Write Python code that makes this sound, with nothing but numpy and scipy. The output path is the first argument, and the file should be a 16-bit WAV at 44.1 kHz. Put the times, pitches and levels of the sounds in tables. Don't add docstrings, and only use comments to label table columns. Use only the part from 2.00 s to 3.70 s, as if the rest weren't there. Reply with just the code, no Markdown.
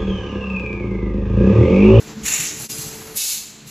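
import sys
import numpy as np
from scipy import signal
from scipy.fft import rfft, irfft
from scipy.io import wavfile

SR = 44100
rng = np.random.default_rng(int(sys.argv[2]) if len(sys.argv) > 2 else 0)


def to_wav(s):
    ch = np.atleast_2d(s).T
    pcm = np.round(np.clip(ch, -1, 1) * 32767)
    wavfile.write(sys.argv[1], SR, pcm.astype(np.int16))


N = 74970


def undb(db):
    return 10 ** (np.asarray(db) / 20)

def clock():
    return np.arange(N) / SR

def level_curve(points):
    return undb(np.interp(clock(), *np.array(points).T))

def noise(gain):
    freqs = np.arange(N // 2 + 1) * SR / N + 1e-6
    x = irfft(rfft(rng.standard_normal(N)) * gain(freqs), N)
    return x / x.std()

def coloured(points):
    hz, db = np.array(points, float).T
    return noise(lambda f: undb(np.interp(np.log(f), np.log(hz), db)) * np.minimum(f / hz[0], 1) ** 2)

def resonant(hz, width):
    return noise(lambda f: 1 / (1 + ((f - hz) / width) ** 2) ** 2)

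def ringing(rings):
    return sum(undb(db) * resonant(hz, width) for hz, width, db in rings)

def flutter(depth_db, rate_hz):
    return undb(depth_db * noise(lambda f: np.exp(-(f / rate_hz) ** 2)))

def tone(hz, waver):
    steady = np.sqrt(2) * np.sin(2 * np.pi * (hz * clock() + rng.random()))
    return np.sqrt(1 - waver ** 2) * steady + waver * resonant(hz, width=22.7)

def swell(at, half_s):
    return np.exp(-.5 * ((clock() - at) / half_s) ** 2)

def flow(start, rise, hold, db, sag, release):
    t = clock() - start - rise
    opening_db = 24.5 * np.minimum(t / rise, 0)
    return undb(db + opening_db - sag * np.clip(t, 0, hold) - release * np.maximum(t - hold, 0))


# pitch in Hz, level in dB, waver from 0 to 1.
MOTOR_TONES = [(135.6, -51, 0.98), (160.8, -50, 0.65), (215.57, -46.5, 0.6), (297.7, -50, 0.84),
               (376.2, -58.5, 0.6)]
# time in seconds, dB added to the tones.
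MOTOR_SWELLS = [(0, -0.5), (.2, 6), (.32, -1.5), (.55, 3.5), (.85, -2), (1.15, -7), (1.21, -25),
                (1.35, -13), (1.58, -5), (1.7, -3.5)]

def motor():
    hum = sum(undb(db) * tone(hz, waver) for hz, db, waver in MOTOR_TONES)
    return level_curve(MOTOR_SWELLS) * hum


# frequency in Hz, relative strength in dB.
PUMP_COLOUR = [(25, -11.5), (60, -3), (140, 0), (250, -4), (380, -3.5), (520, -11), (1000, -11.5),
               (2500, -14), (3200, -18.5), (7400, -13.5), (8700, -53), (14000, -28)]
# time in seconds, level in dB.
WHINE_LEVELS = [(0, -45), (.15, -46.5), (.27, -51), (.55, -48.5), (.8, -47), (1.11, -42), (1.165, -50),
                (1.2, -62.5), (1.7, -62)]

def pump(whine_hz=441.8, idle_at_s=1.175, fall_s=0.014, idle_db=-14):
    t = clock()
    idling = np.clip((t - idle_at_s) / fall_s, 0, 1)
    level = undb(-39 - 2.5 * t + idle_db * idling)
    rumble = level * coloured(PUMP_COLOUR) * flutter(depth_db=1.8, rate_hz=29)
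    whine = tone(whine_hz, waver=0.36) + undb(-16.5) * tone(2 * whine_hz, waver=0.91)
    return rumble + level_curve(WHINE_LEVELS) * whine


# frequency in Hz, relative strength in dB.
HALL_COLOUR = [(25, -2.5), (70, -0.5), (150, -3.5), (230, -4), (400, -5), (600, -7), (1500, -7.5),
               (2800, -7.5), (3300, -8), (4200, -4.5), (5200, -13.5), (7500, -9.5), (8700, -30),
               (10000, -18), (14000, -24.5)]

def hall_background():
    return undb(-48) * coloured(HALL_COLOUR)


# frequency in Hz, relative strength in dB.
PIPE_COLOUR = [(500, -16), (1500, -22), (2500, -7.5), (3100, -9), (4300, -5), (5300, -5.5), (6400, 0.5),
               (7900, -1), (8550, -18), (9250, -11.5), (9800, -0.5), (11200, -3), (14000, -5)]
# pitch in Hz, width in Hz, dB compared with the air.
PIPE_RINGS = [(2760, 130, -23), (4186, 120, -18.5), (4907, 57, -17), (5713, 120, -21), (6240, 44, -15),
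              (7630, 110, -12.5)]

def pipe_hiss():
    return (coloured(PIPE_COLOUR) + ringing(PIPE_RINGS)) * flutter(depth_db=0.9, rate_hz=48)

def fading_hiss(fade_db_per_s=84):
    return undb(-43.5 - fade_db_per_s * clock()) * pipe_hiss()


# peak time and rise in seconds, pitch in Hz, level in dB.
FRAME_KNOCKS = [(.18, 0.0235, 217, -31), (.235, 0.0069, 196, -34), (0.254, 0.046, 58, -37),
                (0.407, 0.022, 158.5, -32.5), (0.606, 0.0088, 143, -36.5), (.79, 0.011, 132.2, -35.5),
                (.865, 0.013, 145, -35.5), (1.148, 0.0057, 212.7, -38.5), (1.669, 0.01, 128, -45.5)]

def knocks(decay_s=0.02):
    out = 0
    for at, rise, hz, db in FRAME_KNOCKS:
        t = clock() - at
        shape = np.clip(1 + t / rise, 0, 1) * np.exp(-np.maximum(t, 0) / decay_s)
        boom = np.sqrt(2) * np.sin(2 * np.pi * hz * t) + undb(-7) * resonant(hz, width=160)
        out = out + undb(db) * shape * boom
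    return out


# start, rise and hold in seconds, level in dB,
# sag and release in dB per second.
BLAST_FLOW = [(0.227, 0.033, 0.17, -22, 5, 130)]
# frequency in Hz, relative strength in dB.
BLAST_COLOUR = [(300, -27), (800, -12), (1350, -9.5), (1950, -1), (2750, 1.5), (3200, -5.5), (4100, -3.5),
                (5200, -5), (6300, 2.5), (7400, 1), (8400, -6.5), (10000, -1), (11800, -7.5), (14000, -6.5)]
# pitch in Hz, width in Hz, dB compared with the jet.
PORT_WHISTLE = (7080, 690, -6)
# time in seconds, level in dB.
BLAST_SPURTS = [(.238, -35), (0.266, -26), (.285, -21), (.325, -24), (.339, -25), (.363, -28), (.404, -25)]
CLOSING_FLOW = (.415, .04, .034, -27.5, 0, 420)

def blast():
    port_hz, port_width, port_db = PORT_WHISTLE
    jet = coloured(BLAST_COLOUR) * flutter(depth_db=0.87, rate_hz=140)
    whistle = resonant(port_hz, port_width)
    held = sum(flow(*row) for row in BLAST_FLOW) * (jet + undb(port_db) * whistle)
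    spurts = sum(undb(db) * swell(at, half_s=0.0028) for at, db in BLAST_SPURTS)
    rasp = flow(*CLOSING_FLOW) * resonant(hz=6100, width=2800)
    return held + spurts * (whistle + undb(-8) * jet) + rasp


# frequency in Hz, width in Hz, change in dB.
NOZZLE_HOLLOWS = [(3210, 130, -1.5), (4660, 120, -5.5), (5110, 120, -7)]

def nozzle(jet):
    f = np.arange(N // 2 + 1) * SR / N
    change_db = sum(db * np.exp(-((f - hz) / width) ** 2) for hz, width, db in NOZZLE_HOLLOWS)
    return irfft(rfft(jet) * undb(change_db), N)


BLEED_FLOWS = [(.47, 0.073, 0.06, -39.5, 16, 100), (.555, 0.054, 0.048, -32.5, -20, 123),
               (0.674, 0.017, 0.012, -32.5, 4.5, 191), (.757, 0.028, 0.025, -32, 0, 57.5),
               (1.65, 0.027, 0.028, -40, -5, 101)]
# peak time and half length in seconds, pitch in Hz, level in dB.
BLEED_WHISTLES = [(0.607, .025, 10450, -38), (0.77, .018, 9100, -35), (0.73, 0.014, 4940, -36.5),
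                  (0.76, .05, 9980, -40.5)]
LEAK_FLOW = (.85, .1, .2, -47, 0, 100)

def bleeds():
    puffs = sum(flow(*row) for row in BLEED_FLOWS) * pipe_hiss()
    whistles = sum(undb(db) * swell(at, half_s) * resonant(hz, width=190)
                   for at, half_s, hz, db in BLEED_WHISTLES)
    leak = flow(*LEAK_FLOW) * resonant(hz=11200, width=4300)
    return puffs + whistles + leak


VENT_FLOW = [(1.145, 0.029, 0.16, -21.5, 0, 151)]
# frequency in Hz, relative strength in dB.
VENT_COLOUR = [(600, -26), (1600, -21), (2600, -11), (3200, -8), (4100, -1), (5500, -2.5), (7000, 3.5),
               (8400, -4.5), (9700, 1), (11500, -3.5), (14000, -3.5)]
# pitch in Hz, width in Hz, dB compared with the jet.
EXHAUST_RINGS = [(1730, 110, -36.5), (2240, 100, -27), (2638, 100, -22.5), (2916, 86, -26)]

def vent():
    jet = (coloured(VENT_COLOUR) + ringing(EXHAUST_RINGS)) * flutter(depth_db=0.5, rate_hz=40)
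    hiss = sum(flow(*row) for row in VENT_FLOW) * jet
    opening = sum(swell(start + rise, half_s=0.011) for start, rise, *_ in VENT_FLOW)
    crack = undb(-23) * opening * resonant(hz=10200, width=5000)
    return hiss + crack


# delay in seconds, dB compared with the direct sound.
PANEL_ECHOES = [(.0014, -34), (.0033, -16.5), (.0058, -12.5), (0.0111, -20)]

def panels(air):
    t = clock()
    return air + sum(undb(db) * np.interp(t - delay, t, air, left=0) for delay, db in PANEL_ECHOES)


# lowest and highest frequency in Hz, seconds to fade by 60 dB,
# dB compared with the sound going in.
HALL_ECHO_BANDS = [(100, 3300, 1, -7.5), (3080, 8200, 0.74, -6.5), (8000, 16000, 0.19, -21)]

def hall_echo(air):
    t, tail = clock(), 0
    build_up = np.minimum(t / 0.0046, 1)
    for low, high, fade_s, db in HALL_ECHO_BANDS:
        band = noise(lambda f: (f > low) & (f < high)) * np.exp(-np.log(1000) * t / fade_s) * build_up
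        band_share = (high - low) / (SR / 2)
        tail = tail + undb(db) * band * np.sqrt(band_share / np.sum(band ** 2))
    return signal.fftconvolve(air, tail)[:N]


# time in seconds, change in dB.
VOLUME_DIP = [(0.647, -1), (.668, -8.5), (.685, -19.5), (0.698, -1.5), (.705, 0.5)]

def scene():
    machine = motor() + pump() + knocks()
    air = panels(fading_hiss() + nozzle(blast()) + bleeds() + vent())
    mix = (machine + hall_background() + air + hall_echo(air)) * level_curve(VOLUME_DIP)
    return np.array([mix, mix])

def record(dry):
    hollow_hz, hollow_width_hz, hollow_db, top_hz = 8945, 590, -8.5, 14050
    f = np.arange(N + 1) * SR / (2 * N)
    hollow = undb(hollow_db * np.exp(-((f - hollow_hz) / hollow_width_hz) ** 4))
    top_cut = 1 / np.sqrt(1 + (f / top_hz) ** 400)
    return irfft(rfft(dry, 2 * N) * hollow * top_cut)[:, :N]


dry = scene()
out = record(dry)
to_wav(out)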